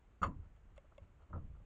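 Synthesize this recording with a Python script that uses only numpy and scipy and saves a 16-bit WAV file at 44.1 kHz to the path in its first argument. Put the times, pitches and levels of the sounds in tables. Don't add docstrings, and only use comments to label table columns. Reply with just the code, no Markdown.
import sys
import numpy as np
from scipy import signal
from scipy.fft import rfft, irfft
from scipy.io import wavfile

SR = 44100
rng = np.random.default_rng(int(sys.argv[2]) if len(sys.argv) > 2 else 0)


def pcm_store(signal):
    levels = np.round(np.clip(np.atleast_2d(signal), -1, 1) * 32767)
    wavfile.write(sys.argv[1], SR, levels.astype(np.int16).T)


N = 72765
RING_S = 0.6


def amp(db):
    return 10 ** (np.asarray(db) / 20)


def add(mix, start_s, sound):
    part = mix[max(round(start_s * SR), 0):][:len(sound)]
    part += sound[:len(part)]


def decay(t, t60):
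    return np.exp(-np.log(1000) * t / t60)


def noise(spectrum):
    hz, db = np.transpose(spectrum)
    log_f = np.log(np.fft.rfftfreq(N, 1 / SR) + 1)
    colour = amp(np.interp(log_f, np.log(hz), db))
    coloured = irfft(rfft(rng.standard_normal(N)) * colour, N)
    return coloured / coloured.std()


def ring(modes, rise_s):
    t = np.arange(0, RING_S, 1 / SR)
    partials = sum(amp(db) * decay(t, t60) * np.sin(2 * np.pi * hz * t) for hz, db, t60 in modes)
    return np.minimum(t / rise_s, 1) * partials


def burst(bands, rise_s):
    t = np.arange(0, RING_S, 1 / SR)
    log_f = np.log(np.fft.rfftfreq(len(t), 1 / SR) + 1)
    centres = np.log([hz for hz, _, _ in bands])
    edges = np.r_[2 * centres[0] - centres[1], centres, 2 * centres[-1] - centres[-2]]
    out = np.zeros(len(t))
    for k, (_, db, t60) in enumerate(bands):
        passband = np.sqrt(np.interp(log_f, edges[k:k + 3], [0, 1, 0]))
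        band = irfft(rfft(rng.standard_normal(len(t))) * passband, len(t))
        fade = np.minimum(t / rise_s, 1) * decay(t, t60)
        out += amp(db) * band * fade * np.linalg.norm(fade) / (np.linalg.norm(band * fade) + 1e-20)
    return out


def background(hiss_db=-75):
    # (frequency [Hz], relative density [dB])
    rumble_colour = [(10, -14.5), (25, -1.5), (45, 3), (85, -3.5), (125, -11.5), (200, -17.5), (320, -28.5),
                     (600, -46), (3000, -100)]
    hiss_colour = [(20, 0), (200, -1), (400, -1.5), (800, -5.5), (1300, -7), (2000, -12), (3000, -17),
                   (4000, -26.5), (5200, -32), (7000, -24.5), (8400, -30.5), (9500, -43), (15500, -42.5),
                   (17000, -42)]
    # (time [s], level [dB])
    swell = [(0, -65.5), (0.191, -66.5), (.45, -56.5), (.59, -64), (.67, -58), (0.849, -65), (1.001, -63),
             (1.12, -63), (1.27, -64), (1.45, -55.5), (1.65, -60)]
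    rumble_db = np.interp(np.arange(N) / SR, *np.transpose(swell))
    return amp(rumble_db) * noise(rumble_colour) + amp(hiss_db) * noise(hiss_colour)


def scuffs(grain_db=2.5, skew=0.57):
    # (time [s], length [s], rub level [dB], grit level [dB])
    strokes = [(0.423, 0.071, -75, -96), (0.551, 0.041, -81, -89), (0.765, 0.016, -73, -79.5),
               (0.845, 0.016, -67, -99), (0.917, 0.02, -70, -94), (1.018, 0.038, -73.5, -82.5),
               (1.195, 0.078, -72.5, -88), (1.298, 0.023, -66.5, -91), (1.348, 0.051, -58, -100),
               (1.544, 0.034, -70, -95)]
    # (frequency [Hz], relative density [dB])
    rub_colour = [(20, -31), (150, -21), (400, -4.5), (600, 3), (900, -7.5), (1350, -0.5), (1750, -30),
                  (2300, -33.5), (5000, -59), (12000, -81.5)]
    grit_colour = [(20, -36), (800, -27), (2000, 5.5), (3100, 5.5), (3700, -10), (4400, -3.5),
                   (5300, -23.5), (7100, -6), (9000, -21), (10500, -64)]
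    out = np.zeros(N)
    for start_s, length_s, rub_db, grit_db in strokes:
        rub = amp(rub_db) * noise(rub_colour) + amp(grit_db) * noise(grit_colour)
        progress = np.arange(0, length_s, 1 / SR) / length_s
        grains = rng.standard_normal(12)
        roughness = amp(grain_db * np.interp(progress, np.linspace(0, 1, len(grains)), grains))
        add(out, start_s, rub[:len(progress)] * roughness * np.sin(np.pi * progress ** skew))
    return out


def clicks():
    # (time [s], note level [dB], tick level [dB])
    events = [(0.7781, -48, -66.5), (0.9798, -46.5, -74)]
    # (frequency [Hz], level [dB], t60 [s], rise [s])
    note_modes = [(565, 3.5, 0.045, 0.0093), (600, -1, 0.042, 0.0056), (900, -13, 0.035, 0.0038),
                  (1100, -17.5, 0.071, .002), (2153, -13, 0.039, 0.0034), (2710, -14, 0.027, .001),
                  (3370, -13, 0.013, 0.00043), (6950, -26.5, 0.018, 0.00037)]
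    # (frequency [Hz], level [dB], t60 [s])
    tick_bands = [(1460, 2.5, 0.031), (2880, -5, 0.015), (3260, -8, 0.011), (4470, -12, 0.01),
                  (7200, -8.5, 0.015), (8300, -9, 0.014), (9400, -24, 0.015)]
    note = sum(ring([(hz, db, t60)], rise_s) for hz, db, t60, rise_s in note_modes)
    out = np.zeros(N)
    for start_s, note_db, tick_db in events:
        add(out, start_s, amp(note_db) * note + amp(tick_db) * burst(tick_bands, rise_s=0.0004))
    return out


def timber():
    # (time [s], flex level [dB], panel level [dB], boom level [dB])
    thumps = [(0.2156, -36.5, -44, -48.5), (0.2267, -53, -41, -63.5), (0.256, -35.5, -47, -66.5),
              (0.2802, -64, -40.5, -57), (0.3620, -47, -66.5, -65.5), (0.388, -47, -73, -68.5),
              (1.0186, -50, -63.5, -69.5), (1.3036, -48.5, -58, -56.5), (1.338, -41, -45.5, -54),
              (1.3615, -41, -49, -53), (1.443, -49.5, -64, -67), (1.4974, -49, -78.5, -69),
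              (1.5898, -57.5, -71, -64)]
    # (frequency [Hz], level [dB], t60 [s])
    flex_modes = [(60.5, -15, 0.16), (82.6, 5.5, 0.12), (110, -19.5, .12)]
    panel_modes = [(141.7, -8, 0.81), (179.4, 8, 0.068), (238.8, -6.5, 0.23), (279.2, -9.5, .26),
                   (308.8, -8, 0.29)]
    # (frequency [Hz], level [dB], t60 [s])
    boom_bands = [(26.4, 0, 1), (60, -8, 1), (115, 1.5, 0.46), (209, -13, .4), (284, -13, 0.19),
                  (463, -11.5, 0.36), (730, -14, 0.07), (1120, -21.5, 0.13)]
    flex, panel = ring(flex_modes, rise_s=0.004), ring(panel_modes, rise_s=0.004)
    out = np.zeros(N)
    for start_s, flex_db, panel_db, boom_db in thumps:
        boom = burst(boom_bands, rise_s=0.0065)
        add(out, start_s, amp(flex_db) * flex + amp(panel_db) * panel + amp(boom_db) * boom)
    return out


def metal_ring(modes, rise_s, count, spread_hz=71.4):
    t = np.arange(0, RING_S, 1 / SR)
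    partials = np.zeros(len(t))
    for offsets_hz in spread_hz * rng.standard_normal((count, len(modes))):
        for offset_hz, (hz, db, t60) in zip(offsets_hz, modes):
            cycles = (hz + offset_hz) * t + rng.random()
            partials += amp(db) * decay(t, t60) * np.sin(2 * np.pi * cycles)
    return np.minimum(t / rise_s, 1) * partials / np.sqrt(count)


def trap():
    # (time [s], housing pitch [ratio], housing [dB], rattle [dB], metal [dB], crack [dB])
    blows = [(0.2176, 1.04, -42, -38, -64.5, -75), (0.2299, 1.0, -25.5, -37.5, -60, -45),
             (0.238, 1.095, -37, -43, -66, -51.5), (0.2451, 0.92, -37, -56, -78, -58),
             (0.2597, 1.0, -42.5, -51.5, -71, -64.5), (1.3304, 1.02, -46, -45, -100, -92)]
    # (base frequency [Hz], level [dB], t60 [s])
    housing_modes = [(521, -21.5, 0.2), (662, -15.5, 0.026), (1010, -17, 0.2), (1062, -6.5, 0.11),
                     (1116, -10.5, .089), (1223.7, 5, 0.051), (1266, -8, 0.047), (1320, -6, 0.077),
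                     (1530, -10, 0.034), (1684, -26.5, 0.14)]
    metal_modes = [(2070, 6, .11), (2668, 3, 0.14), (3480, -10, 0.1), (4423, 2, 0.084), (5730, -7.5, 0.062),
                   (6900, 1.5, 0.1), (7200, -7.5, 0.16), (9020, -9.5, 0.11)]
    # (frequency [Hz], level [dB], t60 [s])
    rattle_bands = [(316, -23, 0.25), (595, -11, .19), (830, -19.5, 0.26), (1180, -10, 0.2),
                    (1440, -23, .14), (1770, -28.5, .18)]
    crack_bands = [(1580, -4.5, .07), (2100, -5, .1), (2372, -16.5, 0.067), (2630, -6, 0.072),
                   (3240, -9.5, .07), (3676, -23, 0.081), (5080, -22.5, .055), (5860, -19, 0.029),
                   (7000, -15, 0.04), (8100, -25, 0.034), (9000, -26, .045), (9400, -41.5, .04),
                   (10920, -46, .03)]
    # (time [s], level [dB])
    tinks = [(0.562, -88), (0.7616, -79.5)]
    out = np.zeros(N)
    for start_s, pitch, housing_db, rattle_db, metal_db, crack_db in blows:
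        struck_modes = [(hz * pitch, db, t60) for hz, db, t60 in housing_modes]
        housing = amp(housing_db) * ring(struck_modes, rise_s=0.0022)
        rattle = amp(rattle_db) * burst(rattle_bands, rise_s=0.0059)
        metal = amp(metal_db) * metal_ring(metal_modes, rise_s=0.0063, count=12)
        crack = amp(crack_db) * burst(crack_bands, rise_s=0.0015)
        add(out, start_s, housing + rattle + metal + crack)
    tink_modes = [(hz, db, 0.03) for hz, db, _ in metal_modes]
    for start_s, db in tinks:
        add(out, start_s, amp(db) * metal_ring(tink_modes, rise_s=0.0012, count=5))
    return out


def scene():
    return (trap() + timber() + clicks() + scuffs() + background())[None]


def record(dry):
    lowpass = signal.firwin(255, 16000, window=("kaiser", 8), fs=SR)
    return signal.oaconvolve(dry, lowpass[None], "same")


dry = scene()
out = record(dry)
pcm_store(out)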